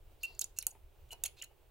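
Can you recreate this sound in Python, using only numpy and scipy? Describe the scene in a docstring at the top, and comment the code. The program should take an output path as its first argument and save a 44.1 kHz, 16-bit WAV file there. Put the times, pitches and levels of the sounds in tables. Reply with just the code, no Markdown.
"""A small, quiet workshop: a gloved hand turns a steel tool in an aluminium engine casing on the bench.
Heard close up, the loose tool clicks against its seat, scrapes, skids, and squeaks as it sticks and slips;
the hand damps its ring. The casing answers with dull knocks and the shifting grip hisses softly.
Short room echo, faint air and a low rumble lie behind."""
import sys
import numpy as np
from scipy import signal
from scipy.fft import rfft, irfft, next_fast_len
from scipy.io import wavfile
from scipy.ndimage import uniform_filter1d, map_coordinates

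SR = 44100
rng = np.random.default_rng(int(sys.argv[2]) if len(sys.argv) > 2 else 0)


def wav_out(sig):
    """Save sig, one row per channel (or a flat mono array), as 16-bit PCM at SR to the path in sys.argv[1]."""
    wavfile.write(sys.argv[1], SR, np.round(np.clip(np.atleast_2d(sig).T, -1, 1) * 32767).astype(np.int16))


N = 74970

# Spectrum of the contact crack. Each row: frequency in Hz, level in dB.
CRACK_SPECTRUM = [(300, -29.5), (1500, -22.5), (1950, -23.5), (2600, -14.5), (3450, -14.5), (5500, -4.5),
                  (7500, -0.5), (10000, 2), (12700, -1), (13600, -1.5), (15200, -3.5)]


def undb(db):
    """Decibels to gain."""
    return 10 ** (np.asarray(db) / 20)


def unit(x):
    """Scale to rms 1."""
    return x / np.sqrt(np.mean(x ** 2) + 1e-20)


def seconds(length_s):
    """Time axis."""
    return np.arange(int(length_s * SR)) / SR


def decay(t, t60_s):
    """Fall by 60 dB in t60_s."""
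    return np.exp(-np.log(1000) * t / t60_s)


def colour(x, points):
    """Minimum-phase filter with the given (Hz, dB) response."""
    hz, db = np.array(points, float).T
    size = 2 * next_fast_len(len(x))
    bins_hz = np.maximum(np.fft.rfftfreq(size, 1 / SR), 1)
    cepstrum = irfft(np.log(undb(np.interp(np.log(bins_hz), np.log(hz), db))))
    cepstrum[1:size // 2] *= 2
    cepstrum[size // 2 + 1:] = 0
    return irfft(rfft(x, size) * np.exp(rfft(cepstrum)))[:len(x)]


def noise(points, size):
    """Coloured noise of rms 1."""
    return unit(colour(rng.standard_normal(size), points))


def walk(rate_hz, size):
    """Smooth random wander, spread near 1."""
    hold = max(int(SR / rate_hz), 1)
    return uniform_filter1d(np.repeat(rng.standard_normal(size // hold + 1), hold), hold)[:size]


def add(track, start_s, sound):
    """Mix a sound in at its time."""
    i = max(int(start_s * SR), 0)
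    track[i:i + len(sound)] += sound[:max(N - i, 0)]


def tool_ring(t):
    """One tap on the hand-damped tool: modes alternate in sign, their weights vary from tap to tap."""
    # Each entry: mode frequency in Hz.
    modes_hz = [1470, 2660, 2930, 4230, 5650, 6470, 6965, 8070, 9050, 9720, 10550, 11400, 14450, 15330]
    # Each row, one per mode: level in dB, T60 in seconds.
    modes = [(-29, .018), (-22, .02), (-26, .018), (-21, .014), (-12, .008), (-8, .011), (-3, .022),
             (-6, .007), (-11, .008), (-11, .009), (-14, .009), (-5, .011), (-7, .007), (-7, .006)]
    scatter_db = 1.5 * rng.standard_normal(len(modes_hz))
    return sum((-1) ** k * undb(db + scatter_db[k]) * decay(t, t60_s) * np.sin(2 * np.pi * modes_hz[k] * t)
               for k, (db, t60_s) in enumerate(modes))


def contact(x, low_db, top_db):
    """Place and hardness of the contact favour the low or top modes; the slim tool radiates no bass."""
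    thin = signal.sosfilt(signal.butter(3, 900, "high", fs=SR, output="sos"), x)
    return unit(colour(thin, [(4000, low_db), (6600, 0), (9800, top_db)]))


def clicks():
    """The tool takes up its play: a crack, a short ring, the struck spot's note, a quick rebound."""
    # Each row: start in seconds, level in dB, low modes in dB, top modes in dB,
    # note of the struck spot in Hz, rebound delay in ms, rebound gain in dB.
    taps = [(.2340, -40, 13, 17.5, 14200, 1.1, -5), (0.3492, -62, -6, -9, 7600, .7, 2),
            (0.3926, -32.5, -9.5, -7, 6384, .95, -3.5), (0.4133, -32.5, -6, -1.5, 7450, 1.1, -4),
            (0.4159, -46.5, 5.5, -5, 6580, 1.8, 24), (.4191, -40.5, 9.5, 10, 11310, 1.1, -34),
            (.4420, -36.5, -3, -6.5, 6240, .85, -2), (.5872, -30, 3, 1.5, 10940, 1.1, -23),
            (0.625, -42, 7.5, 7.5, 4140, 1.1, 2), (0.6674, -26, 0, 5.5, 8480, .65, -26.5),
            (1.1309, -46.5, 16.5, 7, 5950, .7, -27.5), (1.2374, -28, 4, 3, 10010, 1.1, 0),
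            (1.2596, -36, 11, 5, 10250, 1.1, -1), (1.2795, -55, 9.5, 2.5, 4823, .7, -15),
            (1.4230, -41.5, -3, -7, 7570, .7, -18.5), (1.4432, -54.5, 4, 1.5, 11040, .6, -5)]
    out, t = np.zeros(N), seconds(.06)
    level_span_s = .005  # level = rms with all the energy in this span
    for start_s, db, low_db, top_db, seat_hz, rebound_ms, rebound_db in taps:
        crack = undb(-3) * unit(noise(CRACK_SPECTRUM, len(t)) * decay(t, t60_s=.011))
        seat = undb(-8.5) * unit(np.sin(2 * np.pi * seat_hz * t) * decay(t, t60_s=.017))
        tap = unit(tool_ring(t)) + crack + seat
        rebound = undb(rebound_db) * np.pad(tap, (int(rebound_ms / 1000 * SR), 0))[:len(t)]
        click = contact(tap + rebound, low_db, top_db)
        add(out, start_s, undb(db) * np.sqrt(level_span_s / t[-1]) * click)
    return out


def squeaks():
    """After a rough first bite, stick and slip lock briefly onto the tool's bending note."""
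    # Each row: start in seconds, length in seconds, pitch in Hz, level in dB, overtones in dB, bite in dB.
    events = [(.2348, .023, 2738, -31, -19, -7), (.5772, .0115, 2745, -55, -21, -6),
              (1.1063, .026, 2920, -45, -12, -9), (1.2527, .0075, 2850, -48, -19, 0),
              (1.4149, .005, 2812, -39, -25, -8)]
    # Each row: frequency in Hz, level in dB.
    bite_spectrum = [(1250, -43), (1950, -25.5), (2420, 10), (2720, -4.5), (3060, -0.5), (3450, -12.5),
                     (6100, -38)]
    rise_s, fade_db_per_s, release_s, jitter = .0015, 280, .0015, .014
    out, t = np.zeros(N), seconds(.06)
    for start_s, length_s, hz, db, overtones_db, bite_db in events:
        phase = 2 * np.pi * np.cumsum(hz * (1 + jitter * walk(600, len(t)))) / SR
        release = np.exp(-np.maximum(t - length_s, 0) / release_s)
        envelope = np.minimum(t / rise_s, 1) * undb(-fade_db_per_s * t) * release
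        slips = np.maximum(np.cos(phase), 0) ** 8 * rng.standard_normal(len(t))  # one burst per cycle
        overtones = undb(overtones_db) * unit(signal.fftconvolve(slips, tool_ring(t))[:len(t)])
        bite = undb(bite_db) * noise(bite_spectrum, len(t)) * decay(t, t60_s=.018)
        add(out, start_s, undb(db) * envelope * (np.sin(phase) + overtones + bite))
    return out


def scrapes():
    """Metal drags over metal: tiny catches grow until the tool lets go."""
    # Each row: start in seconds, length in seconds, level in dB, low modes in dB, top modes in dB.
    drags = [(0.2307, 0.0041, -45.5, 3.5, -38), (0.239, 0.016, -52, 14, 3), (0.4088, 0.0078, -39, -6, -6),
             (0.5626, 0.018, -57.5, 0.5, -11.5), (0.61, 0.016, -75, 7.5, -7.5),
             (0.7042, 0.011, -55.5, -12, -12), (1.089, .0045, -70.5, 13, -1),
             (1.1148, 0.016, -52, 12.5, 2.5), (1.249, 0.018, -41, 1, -11), (1.3672, 0.035, -64, 21.5, -5),
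             (1.4372, 0.0099, -50.5, 8, 0.5)]
    catches_per_s, spread_db, swell_db = 5000, 4, 4.5
    out, t = np.zeros(N), seconds(.08)
    for start_s, length_s, db, low_db, top_db in drags:
        catches = (rng.random(len(t)) < catches_per_s / SR) * undb(spread_db * rng.standard_normal(len(t)))
        catches *= np.sign(rng.standard_normal(len(t)))
        catches *= (t < length_s) * undb(swell_db * np.minimum(t / length_s, 1))
        ring = unit(signal.fftconvolve(catches, tool_ring(t))[:len(t)])
        grit = undb(-.5) * unit(colour(catches, CRACK_SPECTRUM))
        add(out, start_s, undb(db) * np.sqrt(length_s / t[-1]) * contact(ring + grit, low_db, top_db))
    return out


def skids():
    """The tool skids to a stop: its rough chatter falls quickly in pitch."""
    # Each row: start in seconds, length in seconds, first pitch in Hz, last pitch in Hz, level in dB.
    glides = [(.4135, .0105, 7200, 3200, -43), (.606, .012, 6600, 3900, -54), (.625, .009, 2800, 2350, -57),
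              (1.2535, .010, 3100, 2450, -45), (1.4235, .0105, 3050, 2100, -54)]
    width_hz = 1500
    out = np.zeros(N)
    for start_s, length_s, from_hz, to_hz, db in glides:
        t = seconds(length_s)
        phase = 2 * np.pi * np.cumsum(from_hz * (to_hz / from_hz) ** (t / length_s)) / SR
        chatter = walk(width_hz, len(t)) * np.cos(phase) + walk(width_hz, len(t)) * np.sin(phase)
        add(out, start_s, undb(db) * unit(chatter * np.sqrt(np.sin(np.pi * t / length_s))))
    return out


def casing_knocks():
    """The heavy casing, nudged on the bench, gives dull knocks."""
    # Each row: start in seconds, level in dB.
    nudges = [(0.305, -61.5), (0.41, -63), (0.669, -56), (0.7219, -63.5), (0.7483, -58), (1.1236, -49),
              (1.2367, -53), (1.2587, -72), (1.5098, -66.5)]
    # Each row: frequency in Hz, level in dB.
    casing_spectrum = [(100, -17.5), (300, -7), (620, -1.5), (850, 5), (1100, -11.5), (1600, -21.5),
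                       (2500, -11), (6000, -61)]
    out, t = np.zeros(N), seconds(.15)
    envelope = decay(t, t60_s=.09) * (1 - np.exp(-t / .001))
    for start_s, db in nudges:
        add(out, start_s, undb(db) * noise(casing_spectrum, len(t)) * envelope)
    return out


def grip_slides():
    """A light, smooth rub as the grip shifts along the tool."""
    # Each row: start in seconds, length in seconds, centre in Hz, half-width in Hz, level in dB.
    rubs = [(0.202, 0.22, 4520, 1090, -62), (1.372, 0.048, 3905, 850, -59)]
    edge_s, fade_db_per_s = .022, 55
    out, t = np.zeros(N), seconds(.3)
    for start_s, length_s, hz, half_hz, db in rubs:
        band = [(hz / 2, -35), (hz - half_hz, -15), (hz, 0), (hz + half_hz, -15), (hz * 2, -24)]
        envelope = np.clip(np.minimum(t, length_s - t) / edge_s, 0, 1) * undb(-fade_db_per_s * t)
        add(out, start_s, undb(db) * envelope * noise(band, len(t)))
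    return out


def workshop_echo(x):
    """Quick reflections from bench and casing, then the room's short tail; one response per ear."""
    # Each row: frequency in Hz, level in dB.
    echo_spectrum = [(210, -22), (1010, 0), (2710, 6), (4510, 0.5), (7100, -8), (10400, 0), (13100, -9),
                     (15900, -12.5)]
    early_db, tail_db = -12.5, -19
    out, t = [], seconds(.5)
    for _ in range(2):
        wash = noise(echo_spectrum, len(t))
        low = signal.sosfilt(signal.butter(2, 5000, fs=SR, output="sos"), wash)
        tail = (low * decay(t, t60_s=.21) + (wash - low) * decay(t, t60_s=.22)) * (t > .006)
        early = noise(echo_spectrum, len(t)) * decay(t, t60_s=.087) * (t > .0015)
        response = (undb(tail_db) * unit(tail) + undb(early_db) * unit(early)) / np.sqrt(len(t))
        out.append(signal.fftconvolve(x, response)[:N])
    return np.array(out)


def room_air():
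    """Faint, wavering air, its lows and mids a little to the right."""
    # Each row: frequency in Hz, level in dB.
    air_spectrum = [(120, -3.5), (200, -24.5), (263, -21.5), (366, -8.5), (529, -14), (623, -13.5),
                    (836, -17.5), (1230, -23), (1940, -27.5), (2650, -23), (5330, -33.5), (12200, -32.5),
                    (16000, -26)]
    # Each row: time in seconds, gain in dB.
    air_swell = [(0, 6), (.12, 9.5), (.18, 6.5), (.3, 9.5), (.54, 3), (.85, 4.5), (1.02, 7), (1.2, 7.5),
                 (1.45, 5.5), (1.7, 4.5)]
    level_db = -73.5 + np.interp(np.arange(N) / SR, *np.array(air_swell).T)
    mid, side = noise(air_spectrum, N), .58 * noise(air_spectrum, N)
    left, right = np.array([mid - side, mid + side]) * undb(level_db + walk(8.4, N))
    return np.array([colour(left, [(1000, -2.5), (5000, .013)]),
                     colour(right, [(1000, 2.5), (5000, .013)])])


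def rumble():
    """Low, uneven rumble, nearly the same in both ears."""
    # Each row: frequency in Hz, level in dB.
    rumble_spectrum = [(20, 1.5), (36, 8.5), (54, -7.5), (70, 4.5), (100, -8), (140, -26), (220, -29.5),
                       (400, -63.5)]
    # Each row: time in seconds, gain in dB.
    rumble_swell = [(0, 3), (.1, 8), (.17, -3), (.6, -0.5), (.72, -6), (.82, 8.5), (.94, -2), (1.05, 8),
                    (1.3, 0.5), (1.4, -6.5), (1.7, -4.5)]
    level_db = -62.5 + np.interp(np.arange(N) / SR, *np.array(rumble_swell).T)
    mid, side = noise(rumble_spectrum, N), .13 * noise(rumble_spectrum, N)
    return np.array([mid - side, mid + side]) * undb(level_db)


def scene():
    """The tool sits slightly right of centre: that ear hears it sooner, and its sharp sounds louder."""
    right_db, right_lead_ms = 3.8, .016
    sharp = clicks() + scrapes() + skids()
    mellow = squeaks() + casing_knocks() + grip_slides()
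    left = sharp * undb(-right_db / 2) + mellow
    right = sharp * undb(right_db / 2) + mellow
    late_left = map_coordinates(left, [np.arange(N) - right_lead_ms / 1000 * SR], order=5)
    return np.array([late_left, right]) + workshop_echo(sharp + mellow) + room_air() + rumble()


def record(dry):
    """A steep low-pass cuts the very top."""
    return signal.sosfilt(signal.ellip(8, .2, 70, 15800, fs=SR, output="sos"), dry)


dry = scene()
out = record(dry)
wav_out(out)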